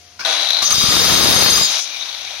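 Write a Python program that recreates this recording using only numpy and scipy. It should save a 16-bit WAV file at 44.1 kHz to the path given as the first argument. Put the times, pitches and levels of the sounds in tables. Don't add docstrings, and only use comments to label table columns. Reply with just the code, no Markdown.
import sys
import numpy as np
from scipy import signal
from scipy.fft import rfft, irfft
from scipy.io import wavfile
from scipy.ndimage import uniform_filter1d

SR = 44100
rng = np.random.default_rng(int(sys.argv[2]) if len(sys.argv) > 2 else 0)


def voltage_ratio(level):
    return 10 ** (np.asarray(level, float) / 20)


def put_to_file(sound):
    columns = np.atleast_2d(sound).T
    safe = np.clip(columns, -1, 1)
    whole_steps = np.round(safe * 32767)
    wavfile.write(sys.argv[1], SR, whole_steps.astype(np.int16))


N = 105840


def evened(x):
    return x / np.sqrt(np.mean(x ** 2) + 1e-20)


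def read(points, hz):
    f, *values = np.transpose(points)
    return [np.interp(np.log(hz + 1), np.log(f + 1), v) for v in values]


def follow(rows):
    s, *values = np.transpose(rows)
    return [np.interp(np.arange(N) / SR, s, v) for v in values]


def colour(x, spectrum):
    gain = voltage_ratio(read(spectrum, np.fft.rfftfreq(N, 1 / SR))[0])
    return evened(irfft(rfft(x) * gain, N))


def resonate(x, hz, width, steady=0):
    turn = np.exp(2j * np.pi * np.cumsum(hz * np.ones(N)) / SR)
    r = np.exp(-np.pi * width / SR)
    z = signal.lfilter([1 - r], [1, -r], x / turn)
    level = (evened(abs(z)) + .1) ** steady if steady else 1
    return evened((turn * z / level).real)


def bursts(per_s, spread_db, fade_s, depth=1):
    pace = rng.exponential(1, N // 200 + 1).repeat(200)[:N]
    count = np.cumsum(per_s / SR * pace)
    strike = np.diff(count // 1, prepend=0)
    size = voltage_ratio(spread_db * np.minimum(rng.exponential(1, N), 2)) * strike
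    shape = 1 + depth * signal.lfilter([1], [1, -np.exp(-1 / (fade_s * SR))], size)
    return evened(shape * rng.standard_normal((2, N)))


def waver(swing_db):
    size = round(.06 * SR / 64)
    slow = rng.standard_normal(N // 64 + 1)
    slow = evened(uniform_filter1d(uniform_filter1d(slow, size), size))
    return voltage_ratio(swing_db * np.interp(np.arange(N) / 64, np.arange(len(slow)), slow))


# (time [s], half length [s], frequency [Hz], level [dB])
FLARES = [(0.265, 0.039, 690, 8), (0.61, 0.027, 690, 1.5), (.33, 0.057, 1500, 2), (0.66, 0.049, 6215, 10.5),
          (0.727, 0.009, 6215, 16.5), (0.687, 0.026, 4815, -5), (0.68, 0.029, 5530, 7),
          (0.776, .04, 4815, 2.5), (0.787, 0.038, 7080, 3), (0.918, 0.02, 7080, 11.5), (0.97, .04, 3720, 4),
          (1.03, 0.025, 7080, 8), (1.449, 0.065, 4270, 11.5), (1.55, 0.037, 6215, 7),
          (1.643, 0.063, 7080, 19), (1.637, 0.022, 4815, 6.5), (1.692, 0.022, 4815, -5),
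          (1.956, 0.042, 2350, 14), (2.022, .025, 3800, 8.5), (2.065, 0.013, 3800, -4),
          (2.113, 0.044, 3990, 11), (2.278, 0.029, 2350, 16), (2.317, 0.021, 690, 15),
          (2.37, 0.032, 2350, 16)]


def flare(hz):
    t = np.arange(0, N, 64) / SR
    db = 0
    for s, half, f, peak_db in FLARES:
        nearness = (np.log(f / hz) / .04) ** 2
        db = db + peak_db * np.exp(-((t - s) / half) ** 2 - nearness)
    return voltage_ratio(db).repeat(64)[:N]


# (frequency [Hz], left over right [dB], likeness [0-1])
PORT_FREE = [(60, -2, 0.84), (500, 0, 0.89), (1440, 1.5, 0.45), (2440, 5, 0.22), (4530, 15, 0.67),
             (6400, 12.5, 0.13), (8950, -4.5, 0.98), (14800, -1, 0.45)]
# (frequency [Hz], left over right [dB], likeness [0-1])
PORT_CUT = [(596, 21, 0.68), (1410, -2, 0.89), (2420, 2, 0.19), (4600, 7, 0.69), (6330, 9, 0.1),
            (8100, -9, 0.5), (14900, 2, 0.11)]


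def ports(pair, table):
    hz = np.fft.rfftfreq(N, 1 / SR)
    over_db, same = read(table, hz)
    lead = 2 * np.pi * hz * 5e-5 * (hz < 7300)
    a, b = rfft(pair)
    right = same * a * np.exp(1j * lead) + np.sqrt(1 - same ** 2) * b
    lift = 2 / np.sqrt(1 + voltage_ratio(-2 * over_db) + 2 * voltage_ratio(-over_db) * same * np.cos(lead))
    return irfft(lift * np.array([a, right * voltage_ratio(-over_db)]), N)


# (time [s], level [dB], coasting share [0-1])
MOTOR = [(.244, -75, 0.3), (.249, -19, 0.5), (.258, -18, 0.06), (.55, -23.5, 0.39), (.62, -23.5, 0.1),
         (.65, -24, 0.7), (.7, -25, 0), (.8, -20, 0.98), (1.6, -27, 0.5), (1.7, -19.5, 0.63),
         (1.795, -19.5, 0.67), (1.82, -28.5, 0.83), (2.03, -28, 0.64), (2.4, -30.5, 0.53)]
# (frequency [Hz], level per Hz [dB])
DRIVEN = [(88, -76), (150, -77), (624, -12), (1900, -13.5), (4000, -11.5), (5050, -14), (11500, -28.5),
          (16000, -46)]
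# (frequency [Hz], level per Hz [dB])
COASTING = [(88, -67), (150, -27.5), (689, -5), (1700, -7.5), (3920, 7.5), (7320, -9.5), (11000, -14.5),
            (16000, -20)]


def motor():
    level_db, coast = follow(MOTOR)
    knock = gear_knocks(level_db)
    drive = knock * rng.standard_normal((2, N))
    rattle = bursts(95, 1., .0022, 0.4)
    hiss = evened(0.5 * evened(drive) + rattle)
    body = (1 - coast) * colour(hiss, DRIVEN) + coast * colour(hiss, COASTING)
    tool = 0.76 * body + housing_rings(drive, coast) + gear_whine(knock)
    no_rumble = signal.butter(3, 140, 'high', fs=SR, output='sos')
    return ports(voltage_ratio(level_db) * signal.sosfilt(no_rumble, tool), PORT_FREE)


# (time [s], peak level [dB])
KNOCKS = [(0.2489, -10), (0.2609, -12), (0.274, -12), (0.2896, -16), (0.2987, -7), (0.3087, -8),
          (0.315, -16), (0.3233, -9), (0.3276, -10), (0.3495, -8.5), (0.3604, -13), (0.3676, -14.5),
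          (0.384, -14), (0.397, -9), (0.4067, -14.5), (0.4118, -9), (0.422, -11), (0.4298, -9.5),
          (0.4474, -10), (0.4594, -15), (0.4704, -10), (0.4878, -10.5), (0.5057, -7), (0.5196, -14.5),
          (0.5316, -9), (0.5402, -22), (0.5466, -11), (0.5685, -10), (0.5766, -17.5), (0.589, -11.5),
          (0.607, -14), (0.627, -7), (1.8755, -19), (1.899, -22), (1.9435, -19), (1.9706, -20),
          (2.0092, -20), (2.0257, -20.5), (2.0912, -19), (2.1256, -20.5), (2.147, -17), (2.2094, -18.5),
          (2.2501, -19), (2.276, -21), (2.3074, -21), (2.3294, -23), (2.351, -22.5)]


def gear_knocks(level_db):
    fade_s = 0.0027
    s, db = np.transpose(KNOCKS)
    at = (s * SR).astype(int)
    size = np.zeros(N)
    size[at] = voltage_ratio(2 * (db - level_db[at] - 23.5))
    size = uniform_filter1d(size, size=40) * 40
    return 1 + signal.lfilter([1], [1, -np.exp(-1 / (fade_s * SR))], size)


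# (frequency [Hz], width [Hz])
HOUSING = [(312, 14), (690, 130), (1500, 60), (2350, 160), (3430, 150), (3800, 250), (4760, 70),
           (5900, 500)]
# (under power [dB], coasting [dB])
HOUSING_DB = [(-28.5, -40.5), (-15.5, -35), (-18, -40), (-29.5, -17), (-8.5, -25), (-9, -11), (-18, -38),
              (-20, -7.5)]


def housing_rings(drive, coast):
    rings = 0
    for (hz, width), (driven_db, coasting_db) in zip(HOUSING, HOUSING_DB):
        gain = voltage_ratio(driven_db + (coasting_db - driven_db) * coast) * waver(1.056) * flare(hz)
        rings = rings + gain * resonate(resonate(drive, hz, 2 * width), hz, 2 * width)
    return rings


# (time [s], frequency [Hz])
WHINE_HZ = [(.25, 4060), (.29, 3940), (.47, 3960), (.63, 4100), (1.8, 3950), (2.03, 3850), (2.13, 4080),
            (2.2, 3880), (2.4, 3780)]
# (time [s], level [dB])
WHINE_DB = [(.25, -8), (.4, -5.5), (.56, 2), (.62, -1), (.66, -20), (1.8, -13.5), (2.4, -11.5)]


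def gear_whine(knock):
    breath = resonate(rng.standard_normal((2, N)), 3700, 1300)
    tone = resonate(breath, follow(WHINE_HZ)[0], 180, 0.44)
    flutter = evened(uniform_filter1d(knock, size=130))
    return voltage_ratio(follow(WHINE_DB)[0]) * flare(3890) * flutter * tone


# (time [s], ring level [dB], grit level [dB])
CUT = [(.6, -80, -86), (.624, -26, -19), (.63, -21, -22), (.645, -20.5, -21), (.67, -16.5, -32),
       (.7, -23, -31), (.708, -15, -14), (.732, -26, -21), (.745, -17, -23), (1, -16.5, -17.5),
       (1.4, -17.5, -15.5), (1.61, -17, -17.5), (1.68, -19.5, -29.5), (1.76, -26, -44), (1.84, -59, -56),
       (1.88, -62, -77)]
# (frequency [Hz], level per Hz [dB])
GRIT = [(300, -12.5), (600, -12), (1500, -16), (2700, -7.5), (4200, -1.5), (6500, -6.5), (9000, -9),
        (15500, -14)]


def cut():
    ring_db, grit_db = follow(CUT)
    depth = follow([(.63, 0), (1.35, 1)])[0]
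    chips = chip_bursts()
    ring = voltage_ratio(ring_db) * blade_ring(chips, depth)
    grit = voltage_ratio(grit_db) * (colour(chips, GRIT) + slab_ring(depth))
    return ports(ring + grit, PORT_CUT) + ports(blade_rub(), PORT_FREE)


def chip_bursts():
    return bursts(150, 2, 0.00067)


# (at the edge [Hz], deep [Hz], width [Hz])
BLADE = [(3240, 3250, 40), (3720, 3750, 170), (4270, 4310, 35), (4815, 4935, 70), (5530, 5410, 55),
         (6215, 6330, 60), (7080, 7020, 25), (8350, 8420, 200), (9000, 9050, 40), (5940, 5950, 35),
         (10450, 10520, 300), (11480, 11500, 35)]
# (at the edge [dB], deep [dB])
BLADE_DB = [(-12, -10), (-0.5, -1), (-5.5, -6), (3.5, 2.5), (-3, -7.5), (-3.5, -0.5), (-0.5, -10.5),
            (-10, -14.5), (-17, -10), (-19, -16), (-25, -8), (-15, -17)]


def blade_ring(chips, depth):
    ring = 0
    for (edge_hz, deep_hz, width), (edge_db, deep_db) in zip(BLADE, BLADE_DB):
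        hz = edge_hz + (deep_hz - edge_hz) * depth
        gain = voltage_ratio(edge_db + (deep_db - edge_db) * np.sqrt(depth)) * waver(0.944) * flare(edge_hz)
        ring = ring + gain * resonate(resonate(chips, hz, 8 * width), hz, width, .45)
    return evened(ring)


# (frequency [Hz], width [Hz], level at the edge [dB], level deep [dB])
TILE = (1230, 140, -7, -18)


def slab_ring(depth):
    hz, width, edge_db, deep_db = TILE
    return voltage_ratio(edge_db + (deep_db - edge_db) * depth) * resonate(bursts(60, 7.5, 0.011), hz, width)


# (time [s], level [dB])
RUB = [
    (1.58, -90),
    (1.68, -28),
    (1.8, -24),
    (1.845, -27),
    (1.96, -90),
]
# (frequency [Hz], level per Hz [dB])
RUB_BAND = [(2000, -73), (5000, 8), (6500, 8), (16000, -24)]


def blade_rub():
    return voltage_ratio(follow(RUB)[0]) * colour(chip_bursts(), RUB_BAND)


# (time [s], left level [dB], right level [dB])
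BUFFET = [(.62, -76, -77), (.7, -32, -57), (.75, -29.5, -67), (.94, -16, -43), (1.05, -15, -37.5),
          (1.13, -15.5, -16.5), (1.18, -14.5, -31), (1.26, -13, -20), (1.48, -15.5, -30.5),
          (1.62, -19, -34), (1.65, -28.5, -50), (1.7, -62, -61)]
# (frequency [Hz], level per Hz [dB])
PUFF = [(20, -37), (50, -3), (150, -1.5), (400, -3.5), (900, -6), (2000, -7), (16000, -26.5)]


def buffet():
    puffs = [colour(bursts(38, 5.5, 0.0029)[0], PUFF) for port in range(2)]
    return voltage_ratio(follow(BUFFET)) * puffs + thumps()


# (time [s], level [dB])
THUMPS = [(0.633, -26.5), (0.712, -19), (0.747, -20), (0.783, -13), (0.813, -45), (0.841, -7),
          (0.89, -10.5)]


def thumps():
    s, db = np.transpose(THUMPS)
    u = (np.arange(N)[:, None] / SR - s) / .0012
    near = np.clip(u, -6, 6)
    push = (near ** 2 / 2 - 1) * np.exp(-near ** 2 / 2)
    return [[1], [.03]] * (voltage_ratio(db) * push).sum(1)


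# (time [s], level [dB])
LURCH = [
    (.187, -79),
    (.194, -30),
    (.214, -27),
    (.236, -30.5),
    (.246, -29.5),
    (.25, -80),
]
# (frequency [Hz], level per Hz [dB])
LURCH_BODY = [(88, -64), (150, -20), (1530, -31), (2550, -26), (5250, -5), (16000, -62)]
# (frequency [Hz], width [Hz], level [dB])
LURCH_RINGS = [(1080, 120, -5), (1520, 120, -2), (2300, 150, -6)]


def lurch():
    drive = bursts(200, 2., .002)
    speed = follow([(.19, .94), (.24, 1.04)])[0]
    rings = sum(voltage_ratio(db) * resonate(drive, hz * speed, width) for hz, width, db in LURCH_RINGS)
    scrape = evened(colour(drive, LURCH_BODY) + rings)
    return ports(voltage_ratio(follow(LURCH)[0]) * scrape, PORT_FREE)


# (frequency [Hz], level per Hz [dB])
YARD = [(88, -35), (150, -14.5), (716, -12), (821, -17.5), (5910, -10), (13700, -29), (16000, -43)]
# (frequency [Hz], level [dB])
HUMS = [
    (84, -55),
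    (712, -57),
]
# (frequency [Hz], level per Hz [dB])
RUMBLE = [(30, -23), (100, -2), (220, -30), (16000, -90)]


def yard():
    t = np.arange(N) / SR
    hums = sum(voltage_ratio(db) * np.sin(2 * np.pi * hz * t) for hz, db in HUMS)
    rumble = voltage_ratio(-66) * colour(rng.standard_normal(N), RUMBLE)
    wash = voltage_ratio(-47.5) * colour(rng.standard_normal((2, N)), YARD)
    return ports(wash, PORT_FREE) + hums + rumble


def scene():
    recover_db_per_s, duck_from_db = 31, -31
    tool = motor() + cut() + buffet() + lurch()
    power_db = 10 * np.log10(abs(uniform_filter1d((tool ** 2).mean(0), 800)) + 1e-12)
    fall = np.arange(N) * recover_db_per_s / SR
    held_db = np.maximum.accumulate(power_db + fall) - fall
    return tool + yard() / voltage_ratio(np.maximum(held_db - duck_from_db, 0))


# (frequency [Hz], share of the ports' sum lost [0-1], of their difference [0-1])
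HOLES = [(6700, 0, 0), (7600, .45, .55), (8700, .1, .3), (11500, .15, .35), (13500, .45, .5),
         (15800, .7, .8)]


def drop_bands(x):
    hz, t, z = signal.stft([x[0] + x[1], x[0] - x[1]], SR, nperseg=1024, noverlap=512)
    luck = rng.random((2, len(hz) // 10 + 1, len(t) // 3 + 1))
    luck = luck.repeat(10, 1).repeat(3, 2)[:, :len(hz), :len(t)]
    kept = z * (luck > np.array(read(HOLES, hz))[..., None])
    mid, side = signal.istft(kept, SR, nperseg=1024, noverlap=512)[1][:, :N]
    return np.array([mid + side, mid - side]) / 2


def top_cut(x):
    return signal.sosfilt(signal.butter(12, 16590, fs=SR, output="sos"), x)


# (frequency [Hz], level [dB])
MICROPHONE = [(25, -14), (55, 0), (6500, 0), (7600, -12), (8400, -4), (15900, 0), (16050, -90)]


def record(dry):
    ceiling = .82
    squeezed = ceiling * np.tanh(dry / ceiling)
    gain = voltage_ratio(read(MICROPHONE, np.fft.rfftfreq(N, 1 / SR))[0])
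    heard = drop_bands(irfft(rfft(squeezed) * gain, N))
    return top_cut(heard)


dry = scene()
out = record(dry)
put_to_file(out)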